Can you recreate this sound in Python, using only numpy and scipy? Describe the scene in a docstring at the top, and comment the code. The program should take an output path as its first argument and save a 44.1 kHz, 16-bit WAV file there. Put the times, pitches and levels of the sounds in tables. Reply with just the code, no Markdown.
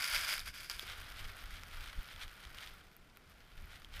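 """A thick spray of snow grains rattles on a microphone housing lying in an open field.
Then thinner wind-driven drifts hiss by in gusts, with flurries and a lull near three seconds.
Single ice grains tick and set the shell ringing; one soft clump lands with a dull puff.
Eddies rumble at the port, and far wind murmurs behind."""
import sys
import numpy as np
from scipy import signal
from scipy.fft import rfft, irfft
from scipy.io import wavfile

SR = 44100
rng = np.random.default_rng(int(sys.argv[2]) if len(sys.argv) > 2 else 0)


def int16_out(signal):
    """Quantize to a 16-bit WAV file."""
    q = np.round(np.clip(np.atleast_2d(signal).T, -1, 1) * 32767)
    wavfile.write(sys.argv[1], SR, q.astype(np.int16))


N = 176400

# Strength of eddies, drift, spray and its dying tail. Each row: time in seconds, level in dB before trim.
EDDY_LEVELS = [(0.0, -50), (0.04, -76), (0.17, -47.5), (0.34, -65), (0.39, -51), (0.5, -51), (0.53, -62),
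               (0.88, -56), (0.91, -53), (0.96, -58), (0.97, -53), (1.19, -52.5), (1.25, -43),
               (1.37, -62.5), (1.47, -48.5), (1.63, -56), (1.85, -48.5), (1.93, -63), (1.99, -41),
               (2.03, -64), (2.27, -52), (2.44, -71), (2.46, -51), (2.48, -58), (3.11, -70), (3.51, -62),
               (3.62, -45.5), (3.69, -53.5), (3.72, -56.5), (3.87, -62), (3.98, -48.5), (4.0, -43.5)]
DRIFT_LEVELS = [(0.72, -74), (0.84, -54.5), (0.92, -51), (1.12, -55), (1.24, -53), (1.34, -55), (1.6, -58),
                (1.82, -53.5), (1.97, -56), (2.22, -56), (2.33, -59), (2.43, -57), (2.54, -58.5),
                (2.66, -56), (2.73, -58), (2.94, -68.5), (3.21, -69), (3.31, -65), (3.48, -67), (3.6, -61),
                (3.74, -61), (3.88, -64.5), (3.95, -57), (4.0, -53.5)]
SPRAY_LEVELS = [(0.0, -40), (0.012, -40), (0.096, -41.5), (0.154, -34), (0.166, -37), (0.27, -42),
                (0.28, -37.5), (0.338, -39), (0.446, -57), (0.476, -43.5), (0.524, -65.5), (0.546, -50.5),
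                (0.658, -53), (0.68, -59)]
SPRAY_TAIL_LEVELS = [(0.694, -59), (0.703, -42.5), (0.74, -50), (0.775, -54), (0.825, -53.5), (0.87, -67),
                     (1.0, -94)]
EDDY_TRIM_DB, DRIFT_TRIM_DB, SPRAY_TRIM_DB = 1.5, 0.5, 1
# Source spectra. Each row: frequency in Hz, relative spectral density in dB.
FAR_WIND_SPECTRUM = [(20, 0), (80, -0.5), (160, 0), (260, -5), (500, -8.5), (900, -12), (1500, -15.5),
                     (3000, -20.5), (6000, -26), (15000, -34.5)]
EDDY_SPECTRUM = [(10, -10), (22, 4.5), (38, -2), (52, -5.5), (80, -7.5), (110, -14.5), (160, -26.5),
                 (250, -31), (500, -48.5), (1500, -87)]
CLUMP_SPECTRUM = [(40, -11), (150, 0), (420, -0.5), (600, -9), (1300, -7), (3000, -28)]
DRIFT_SPECTRUM = [(200, -27), (450, -13.5), (720, -9), (980, -9), (1200, -3.5), (1430, 1), (1750, -4),
                  (2100, -2.5), (2650, -7), (3200, -6.5), (4200, -11), (4850, -10.5), (5800, -16.5),
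                  (7500, -22.5), (9500, -19), (11000, -19.5), (13000, -18), (15500, -25)]
FLURRY_SPECTRUM = [(250, -34), (700, -12.5), (1000, -11), (1450, 0), (1750, -1), (2250, 1), (2700, -4),
                   (3200, 1), (3800, -2), (4400, -7.5), (5200, -9.5), (7200, -17.5), (9500, -16.5),
                   (11000, -21), (13000, -17), (15500, -32)]
SPRAY_SPECTRUM = [(200, -33), (420, -34.5), (640, -21), (900, -19), (1180, -14), (1400, -2), (1600, -1),
                  (1880, -7.5), (2200, 1), (2750, -7.5), (3300, -3.5), (4150, -12), (4800, -2),
                  (5700, -11.5), (7400, -17.5), (10800, -14), (13500, -17.5), (15500, -24)]
DRUM_SPECTRUM = [(200, -21), (420, -15.5), (640, -2), (860, -5.5), (1100, 1), (1600, -0.5), (2600, -7.5),
                 (6000, -29)]
# Hard crystals in the snow. Each row: pitch in Hz, level in dB relative to the group's envelope.
DRIFT_PINGS = [(3150, -17.5), (3550, -20.5), (9400, -27.5), (12400, -39), (13200, -32.5)]
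SPRAY_PINGS = [(4750, -18), (5000, -18.5), (10400, -19), (11300, -25), (13000, -23)]
# Puffs of coarse grains. Each row: peak time in seconds, half-width in seconds, peak level in dB.
FLURRIES = [(.905, 0.028, -47.5), (.985, 0.009, -58), (1.04, 0.015, -59), (1.165, 0.0081, -53),
            (1.196, 0.013, -48), (1.25, 0.01, -53), (1.297, 0.0068, -51), (1.395, 0.011, -56),
            (1.553, 0.028, -53.5), (1.737, 0.012, -54.5), (1.84, 0.017, -54), (1.89, 0.025, -57.5),
            (2.115, 0.019, -55.5), (2.227, 0.015, -46.5), (2.44, 0.016, -58.5), (2.583, .013, -53),
            (2.635, 0.013, -48.5), (2.675, 0.0091, -52.5), (3.581, 0.006, -59.5), (3.744, 0.028, -58),
            (3.968, 0.022, -53)]
# Single ice grains. Each row: start in seconds, blow on the shell in dB, crack in dB,
# own ring in dB, own pitch in Hz.
ICE_TICKS = [(0.0095, -40, -36, -31, 4800), (0.0433, -37, -38, -24.5, 4830),
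             (0.0544, -24.5, -31, -30, 4800), (0.1000, -28, -25, -32, 11000), (0.1623, -26, -33, -31, 2400),
             (0.3395, -29, -22, -34, 2500), (0.3803, -25.5, -28, -37, 3440), (0.394, -31, -36, -28, 4860),
             (0.4039, -38, -41, -33, 3700), (0.6985, -25.5, -30, -24.5, 4850),
             (0.7137, -40, -46, -30, 4800), (0.7951, -31, -29.5, -26, 3370), (0.8250, -52, -54, -37, 4800),
             (1.244, -40, -50, -41, 4940), (1.6350, -29, -54, -45, 5100), (1.878, -45, -52, -39, 3100),
             (2.162, -46, -53, -39.5, 3300), (2.2803, -38, -51, -44, 3200), (2.4521, -35, -51, -42, 3220),
             (2.5857, -39, -48, -35.5, 2980), (2.9660, -45, -57.5, -39.5, 12400),
             (3.1720, -36.5, -45, -45, 12200), (3.2980, -66, -66, -50, 13000),
             (3.6570, -64, -64, -47, 13200), (3.7580, -38, -46, -47, 3850), (3.8470, -49, -52, -37.5, 3240),
             (3.9403, -40, -54, -42, 3160), (3.963, -52, -56, -41.5, 13200)]
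# Shell resonances. Each row: frequency in Hz, gain in dB, T60 in seconds.
SHELL_MODES = [(1380, -16.5, 0.019), (2120, -4.5, 0.0028), (3300, -30, .003), (4850, -25, 0.0019)]


def from_db(db):
    """Decibels to gain."""
    return 10 ** (np.asarray(db) / 20)


def unit_rms(x):
    """Scale to rms 1."""
    return x / np.sqrt(np.mean(x ** 2) + 1e-20)


def envelope(rows):
    """Join (seconds, value) rows by straight lines."""
    return np.interp(np.arange(N) / SR, *np.transpose(rows))


def wander(corner_hz):
    """Low-passed random motion, rms about 1."""
    hop, warmup = 40, 2000
    pole = np.exp(-2 * np.pi * corner_hz * hop / SR)
    noise = rng.standard_normal(N // hop + warmup + 2)
    slow = signal.lfilter([1], [1, -2 * pole, pole * pole], noise)[warmup:]
    return np.interp(np.arange(N) / hop, np.arange(len(slow)), unit_rms(slow))


def coloured(x, spectrum):
    """Minimum-phase filter of the given (Hz, dB) shape; output rms 1."""
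    hz, db = np.transpose(spectrum)
    bins_hz = np.maximum(np.arange(N // 2 + 1) * SR / N, 1)
    gain = from_db(np.interp(np.log(bins_hz), np.log(hz), db))
    cepstrum = irfft(np.log(gain), N)
    cepstrum[1:N // 2] *= 2
    cepstrum[N // 2 + 1:] = 0
    return unit_rms(irfft(rfft(x) * np.exp(rfft(cepstrum)), N))


def shaped_noise(spectrum):
    """Gaussian noise of the given spectrum, rms 1."""
    return coloured(rng.standard_normal(N), spectrum)


def ring(clicks, hz, t60_s):
    """Band-pass resonance; a unit click rings at a height of about 1."""
    radius = from_db(-60 / (t60_s * SR))
    angle = 2 * np.pi * hz / SR
    poles = [1, -2 * radius * np.cos(angle), radius * radius]
    return signal.lfilter([1, 0, -1], poles, clicks + 1e-18) / (1 + radius)


def click(start_s, db):
    """One impulse."""
    return from_db(db) * (np.arange(N) == int(start_s * SR))


def grains(per_s, size_db, colour_db, bunch_db, powder_low, powder_high):
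    """Bunched impacts, each of its own size and colour, over the hiss of fine powder; rms 1."""
    arrivals = rng.random(N) < per_s / SR
    spread_db = size_db * np.minimum(rng.exponential(1, N), 4)
    sizes = arrivals * from_db(spread_db + bunch_db * wander(70))
    edges_hz = np.geomspace(250, 17000, 9)
    powder_gains = np.linspace(powder_low, powder_high, len(edges_hz) - 1)
    out = 0
    for low_hz, high_hz, powder in zip(edges_hz, edges_hz[1:], powder_gains):
        signs = rng.choice([-1, 1], N)
        hits = unit_rms(sizes * signs * from_db(colour_db * rng.uniform(-0.5, 1, N)))
        drive = unit_rms(hits + powder * rng.standard_normal(N))
        band = signal.butter(2, [low_hz, high_hz], "band", fs=SR, output="sos")
        out = out + signal.sosfilt(band, drive)
    return unit_rms(out)


def pings(pitches, per_s=45, t60_cycles=30, size_db=4.5):
    """Sparse hard crystals, each ringing briefly at one of the pitches."""
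    out = 0
    for hz, db in pitches:
        arrivals = rng.random(N) < per_s / SR
        sizes = arrivals * from_db(size_db * np.minimum(rng.exponential(1, N), 3))
        out = out + from_db(db) * unit_rms(ring(sizes, hz, t60_cycles / hz))
    return out


def far_wind(level_db=-65.5):
    """Steady murmur of distant wind."""
    return from_db(level_db) * shaped_noise(FAR_WIND_SPECTRUM)


def eddies(flutter_db=1.0):
    """Lumpy eddies rumble at the port."""
    level_db = EDDY_TRIM_DB + envelope(EDDY_LEVELS) + flutter_db * wander(20)
    return from_db(level_db) * shaped_noise(EDDY_SPECTRUM)


def clump(start_s=0.829, level_db=-50.5, t60_s=0.06):
    """Soft snow lands on the housing: a dull, short puff."""
    age_s = np.arange(N) / SR - start_s
    fade_db = -60 * np.abs(age_s) / t60_s
    return (age_s > 0) * from_db(level_db + fade_db) * shaped_noise(CLUMP_SPECTRUM)


def drift(flutter_db=0.5):
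    """Fine snow streams past with the wind, hissing in the hollow of the port."""
    impacts = grains(per_s=5000, size_db=5.5, colour_db=10.5, bunch_db=2.7,
                     powder_low=1.5, powder_high=0.38)
    level_db = DRIFT_TRIM_DB + envelope(DRIFT_LEVELS) + flutter_db * wander(27)
    return from_db(level_db) * (coloured(impacts, DRIFT_SPECTRUM) + pings(DRIFT_PINGS))


def flurries(rise_share=0.54):
    """Each puff of coarse grains swells, then falls away a little faster."""
    time_s = np.arange(N) / SR
    power = 0
    for peak_s, half_width_s, db in FLURRIES:
        flank_s = 2 * half_width_s * np.where(time_s < peak_s, rise_share, 1 - rise_share)
        power = power + from_db(db) ** 2 * np.exp(-((time_s - peak_s) / flank_s) ** 2)
    impacts = grains(per_s=3500, size_db=3.9, colour_db=6.5, bunch_db=1.0,
                     powder_low=0.9, powder_high=0.35)
    return np.sqrt(power) * coloured(impacts, FLURRY_SPECTRUM)


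def ice_ticks(t60_cycles=23.6):
    """Each ice grain cracks, rings at its own pitch and sets the shell ringing."""
    blows = cracks = grain_rings = 0
    for start_s, blow_db, crack_db, ring_db, hz in ICE_TICKS:
        blows += click(start_s, blow_db)
        cracks += click(start_s, crack_db)
        grain_rings += ring(click(start_s, ring_db), hz, t60_cycles / hz)
    shell = sum(from_db(db) * ring(blows, hz, t60_s) for hz, db, t60_s in SHELL_MODES)
    return shell + ring(cracks, hz=10500, t60_s=0.00029) + grain_rings


def spray(flutter_db=0.46, ref_db=-37, drum_at_ref_db=-49.5, drum_slope=1.03, ping_limit_db=-42):
    """Thick snow rattles on the shell, with a low drumming that rises and falls with it."""
    impacts = grains(per_s=6000, size_db=4.5, colour_db=7.0, bunch_db=1.3,
                     powder_low=1.08, powder_high=0.36)
    level_db = SPRAY_TRIM_DB + envelope([*SPRAY_LEVELS, *SPRAY_TAIL_LEVELS]) + flutter_db * wander(35)
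    rattle = from_db(level_db) * coloured(impacts, SPRAY_SPECTRUM)
    drum = from_db(drum_at_ref_db + drum_slope * (level_db - ref_db)) * shaped_noise(DRUM_SPECTRUM)
    ping_db = np.minimum(level_db, ping_limit_db)  # in thicker spray, powder cushions the crystals
    return rattle + drum + from_db(ping_db) * pings(SPRAY_PINGS)


def scene():
    """Snow and wind at one microphone, no echo."""
    return (spray() + drift() + flurries() + ice_ticks() + clump() + eddies() + far_wind())[None]


def record(dry):
    """Steep elliptic low-pass."""
    cutoff_hz = 15500
    return signal.sosfilt(signal.ellip(12, 0.1, 80, cutoff_hz, fs=SR, output="sos"), dry)


dry = scene()
out = record(dry)
int16_out(out)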